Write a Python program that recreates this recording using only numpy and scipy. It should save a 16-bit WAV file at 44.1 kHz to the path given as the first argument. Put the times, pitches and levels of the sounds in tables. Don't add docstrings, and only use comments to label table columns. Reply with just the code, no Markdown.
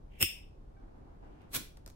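import sys
import numpy as np
from scipy import signal
from scipy.fft import rfft, irfft, next_fast_len
from scipy.io import wavfile
from scipy.ndimage import map_coordinates

SR = 44100
rng = np.random.default_rng(int(sys.argv[2]) if len(sys.argv) > 2 else 0)


def inscribe(sig):
    pcm = np.round(np.clip(np.atleast_2d(sig).T, -1, 1) * 32767)
    wavfile.write(sys.argv[1], SR, pcm.astype(np.int16))


N = 85995

# (frequency [Hz], left-right likeness [-1 to 1])
CLOSE_LIKENESS = [(100, .9), (350, .5), (800, -.3), (3000, .1), (5500, -.25), (8300, .4), (9700, -.3),
                  (12600, .45), (14700, -.25)]
# (frequency [Hz], level [dB])
HAND_TONE = [(40, -8), (130, -1), (380, 0), (700, -7), (1400, -9), (2200, -18), (5000, -45)]


def amp(db):
    return 10 ** (np.asarray(db) / 20)


def unit(x):
    return x / np.sqrt(np.mean(x ** 2) + 1e-20)


def along(points, hz):
    freqs, values = np.transpose(points)
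    return np.interp(np.log(hz + 1), np.log(freqs + 1), values)


def grid():
    return np.fft.rfftfreq(2 * next_fast_len(N), 1 / SR)


def since(start):
    return np.maximum(np.arange(N) / SR - start, 0)


def tone(points):
    return amp(along(points, grid()))


def resonances(rows):
    return sum(amp(db) / (1 + (2 * (grid() - hz) / width) ** 2) for hz, width, db in rows)


def coloured(x, gain):
    cepstrum = irfft(np.log(np.maximum(unit(gain), 1e-6)))
    size = len(cepstrum)
    cepstrum[1:size // 2] *= 2
    cepstrum[size // 2 + 1:] = 0
    return irfft(rfft(x, size) * np.exp(rfft(cepstrum)), size)[..., :N]


def spread(pair, likeness):
    hz = grid()
    angle = np.arccos(np.clip(along(likeness, hz), -.999, .999)) / 2
    mid, side = irfft(rfft(pair, 2 * (len(hz) - 1)) * [np.cos(angle), np.sin(angle)])[:, :N]
    return np.array([mid + side, mid - side])


def burst(start, db, t60, attack=.0002):
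    t = since(start)
    envelope = amp(db - 60 * t / t60) * (1 - np.exp(-t / attack))
    force = envelope * rng.standard_normal((2, N))
    return force * np.linalg.norm(envelope) / np.linalg.norm(force, axis=1, keepdims=True)


def stroke(row, grain_db, grains_per_s):
    start, end, db, rise, fall = row
    t = np.arange(N) / SR
    level_db = db - 30 * (np.maximum(start - t, 0) / rise + since(end) / fall)
    knots = rng.standard_normal(N // 4)
    grains = amp(grain_db * map_coordinates(knots, [t * grains_per_s], mode="wrap"))
    return amp(level_db) * unit(grains * rng.standard_normal((2, N)))


def ring(start, modes, scatter_rad):
    t = since(start)
    phases = scatter_rad * rng.standard_normal((len(modes), 2, 1))
    onset = 1 - np.exp(-t / .001)
    return onset * sum(amp(db - 60 * t / t60) * np.sin(2 * np.pi * hz * t + phase)
                       for (hz, db, t60), phase in zip(modes, phases))


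def early_reflections(x, db=-16, first_s=.003, last_s=.025, count=6):
    delays = (SR * rng.uniform(first_s, last_s, size=(2, count))).astype(int)
    copies = [sum(np.pad(side, (delay, 0))[:N] for delay in row) for side, row in zip(x, delays)]
    return amp(db) * np.array(copies) / np.sqrt(count)


def in_room(x, wet_db, delay_s=.005):
    # (frequency [Hz], t60 [s])
    room_decay = [(150, .2), (600, .31), (2600, .375), (5300, .35), (9000, .295), (13000, .265),
                  (15500, .245)]
    # (frequency [Hz], level [dB])
    room_tone = [(100, -12), (500, -6), (1400, -3), (2500, 0), (5300, .5), (9000, -1), (11300, -2),
                 (15000, -.5)]
    bands, t, noise = signal.stft(rng.standard_normal((2, SR * 3 // 4)), SR, nperseg=256)
    t60 = along(room_decay, bands)[:, None]
    tail = signal.istft(noise * amp(-60 * t / t60), SR, nperseg=256)[1]
    tail /= np.linalg.norm(tail, axis=1, keepdims=True)
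    wet = signal.fftconvolve(x, tail, axes=1)[:, :N]
    hz = grid()
    delay = np.exp(-2j * np.pi * hz * delay_s)
    wet = irfft(rfft(wet, 2 * (len(hz) - 1)) * tone(room_tone) * delay)[:, :N]
    return x + early_reflections(x) + amp(wet_db) * wet


def room_rumble(db=-52.5):
    # (frequency [Hz], relative level [dB])
    rumble_tone = [(12, -12), (32, 2), (50, -3), (85, -10), (140, -12), (200, -17.5), (350, -19.5),
                   (550, -23), (900, -29), (1400, -38.5), (2300, -47.5), (4500, -52), (8000, -58.5),
                   (13000, -63), (15000, -76)]
    return amp(db) * coloured(rng.standard_normal((2, N)), tone(rumble_tone))


def hinge_rub():
    # (start [s], end [s], level [dB], 30 dB rise [s], 30 dB fall [s])
    rub = (.13, .2, -66, .05, .03)
    # (frequency [Hz], level [dB])
    rub_tone = [(1200, -25), (2300, 0), (3100, -4), (4000, -24), (8500, -28), (13000, -27), (16000, -40)]
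    return coloured(stroke(rub, grain_db=3, grains_per_s=200), tone(rub_tone))


def lid_opening(snap_s=.2266, settle_s=.765):
    # (start [s], end [s], level [dB], 30 dB rise [s], 30 dB fall [s])
    slide = (.212, .226, -28, .018, .012)
    # (frequency [Hz], width [Hz], level [dB])
    case_modes = [(2240, 200, 0), (2620, 320, 3), (2920, 300, -3), (3420, 550, -9), (5260, 330, -2.5),
                  (5550, 160, -6), (6800, 450, -12), (7550, 500, -16), (8700, 520, -1), (9500, 900, -10),
                  (12200, 600, -6), (12850, 650, -3), (14100, 1100, -6), (15500, 700, -6)]
    # (frequency [Hz], level [dB])
    snap_tone = [(2000, 1), (2700, 1), (3400, 5), (4100, -3), (5500, -3), (7000, 0), (8500, 2), (11000, 0),
                 (12800, 2), (15000, 0)]
    # (frequency [Hz], level [dB])
    chatter_tone = [(1500, 0), (2500, 2), (3200, -1), (4200, -6), (5400, 2), (6300, -8), (15000, -12)]
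    # (frequency [Hz], level [dB], t60 [s])
    thump_modes = [(88, -30, .11), (235, -28, .05), (340, -25, .05)]
    # (frequency [Hz], level [dB], t60 [s])
    lid_modes = [(2596, -46, .46), (2675, -44, .42), (2852, -46, .38), (5267, -49, .42), (5323, -48, .42),
                 (5488, -50, .35), (8490, -47, .24), (12280, -47, .23), (12689, -46, .21),
                 (14824, -47, .19)]
    # (frequency [Hz], level [dB], t60 [s])
    settle_modes = [(790, -66, .4), (1560, -68, .32), (2300, -75, .25)]
    case = resonances(case_modes)
    scrape = stroke(slide, grain_db=1.6, grains_per_s=900)
    metal = coloured(scrape, case)
    metal += coloured(burst(snap_s, db=3, t60=.004, attack=.0005), case * tone(snap_tone))
    metal += coloured(burst(snap_s, db=-24, t60=.05), case * tone(chatter_tone))
    crack = burst(snap_s, db=-18, t60=.004, attack=.0005)
    close = spread(metal + crack + hinge_rub(), CLOSE_LIKENESS)
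    knock = burst(snap_s, db=-25, t60=.022)
    hands = spread(coloured(amp(-10.5) * scrape + knock, tone(HAND_TONE)), CLOSE_LIKENESS)
    hands += ring(snap_s, thump_modes, scatter_rad=.2)
    ringing = ring(snap_s, lid_modes, scatter_rad=1.5) + ring(settle_s, settle_modes, scatter_rad=.8)
    return in_room(close, wet_db=-4.8) + hands + ringing


def sleeve_rustle():
    # (start [s], end [s], level [dB], 30 dB rise [s], 30 dB fall [s])
    shifts = [(.84, 1.15, -61.5, .4, .3), (1.228, 1.26, -55, .03, .12), (1.3, 1.48, -59.5, .15, .2)]
    # (frequency [Hz], level [dB])
    rustle_tone = [(80, -15), (200, -2), (280, 0), (440, -7), (620, -9), (770, -4), (920, -10), (1500, -18),
                   (2500, -31), (5000, -43), (15000, -62)]
    friction = sum(stroke(row, grain_db=1.2, grains_per_s=60) for row in shifts)
    return coloured(friction, tone(rustle_tone))


def thumb_brush():
    # (start [s], end [s], level [dB], 30 dB rise [s], 30 dB fall [s])
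    brushes = [(1.28, 1.38, -77, .25, .15), (1.41, 1.45, -71, .1, .15)]
    # (frequency [Hz], level [dB])
    skin_tone = [(500, -8), (800, 0), (1500, -2), (2800, 0), (4200, -14), (12000, -30)]
    friction = sum(stroke(row, grain_db=1.2, grains_per_s=80) for row in brushes)
    return coloured(friction, tone(skin_tone))


def metal_ticks():
    # (time [s], click level [dB], dull knock level [dB])
    contacts = [(1.4175, -64, -70), (1.7712, -49, -53), (1.7745, -56, -58), (1.8622, -39.5, -49),
                (1.8765, -42, -49), (1.9005, -47, -58)]
    # (start [s], end [s], level [dB], 30 dB rise [s], 30 dB fall [s])
    slip = (1.865, 1.9, -68, .008, .04)
    # (frequency [Hz], level [dB])
    tick_tone = [(400, -8), (1700, 0), (2800, -6), (4100, 2), (5300, 1), (7000, -1), (9000, -2),
                 (12000, -4), (15500, -8)]
    clicks = sum(burst(start, db, t60=.007) for start, db, _ in contacts)
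    clicks += stroke(slip, grain_db=4, grains_per_s=600)
    knocks = sum(burst(start, db, t60=.04) for start, _, db in contacts)
    close = coloured(clicks, tone(tick_tone)) + coloured(knocks, tone(HAND_TONE))
    return in_room(spread(close, CLOSE_LIKENESS), wet_db=-9.5)


def flint_strike(stop_s=1.5667):
    # (start [s], end [s], level [dB], 30 dB rise [s], 30 dB fall [s])
    spin = (1.548, 1.567, -31.4, .03, .022)
    # (frequency [Hz], level [dB])
    flint_tone = [(100, -8), (500, -3), (1000, -2), (1900, -6), (3000, -6), (5200, -4), (8000, -3.5),
                  (10000, -4), (12500, -3), (13300, -5), (15700, -3)]
    # (frequency [Hz], width [Hz], level [dB])
    insert_modes = [(1520, 300, -3), (2350, 400, -2), (3420, 500, -1), (4130, 280, 1), (5750, 600, -8),
                    (7900, 600, -6), (9250, 220, -3), (11300, 700, 3), (15650, 350, -2)]
    # (frequency [Hz], level [dB], t60 [s])
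    chimney_modes = [(1459, -53, .33), (2393, -52, .17), (4055, -49, .21), (7601, -54, .22),
                     (10244, -54, .17), (11565, -52, .18), (11823, -53, .16)]
    force = stroke(spin, grain_db=2.1, grains_per_s=1100) + burst(stop_s, db=-19, t60=.005)
    rasp = coloured(force, tone(flint_tone) + resonances(insert_modes))
    close = spread(rasp + wick_puff(), CLOSE_LIKENESS)
    return in_room(close, wet_db=-7) + ring(spin[0], chimney_modes, scatter_rad=1.5)


def wick_puff():
    # (start [s], end [s], level [dB], 30 dB rise [s], 30 dB fall [s])
    flare = (1.567, 1.578, -41.5, .05, .105)
    # (frequency [Hz], level [dB])
    puff_tone = [(40, -14), (125, -1), (200, -4), (290, 1), (450, -13), (1500, -30), (4000, -55)]
    return coloured(stroke(flare, grain_db=1.5, grains_per_s=90), tone(puff_tone))


def scene():
    # (frequency [Hz], left-right likeness [-1 to 1])
    background_likeness = [(30, .97), (70, .95), (150, .7), (300, .2), (600, -.45), (2000, -.2), (10000, 0)]
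    lighter = lid_opening() + flint_strike() + metal_ticks()
    background = room_rumble() + sleeve_rustle() + thumb_brush()
    return lighter + spread(background, background_likeness)


def record(dry):
    hz, top_hz = grid(), 15900
    return irfft(rfft(dry, 2 * (len(hz) - 1)) / (1 + (hz / top_hz) ** 200))[:, :N]


dry = scene()
out = record(dry)
inscribe(out)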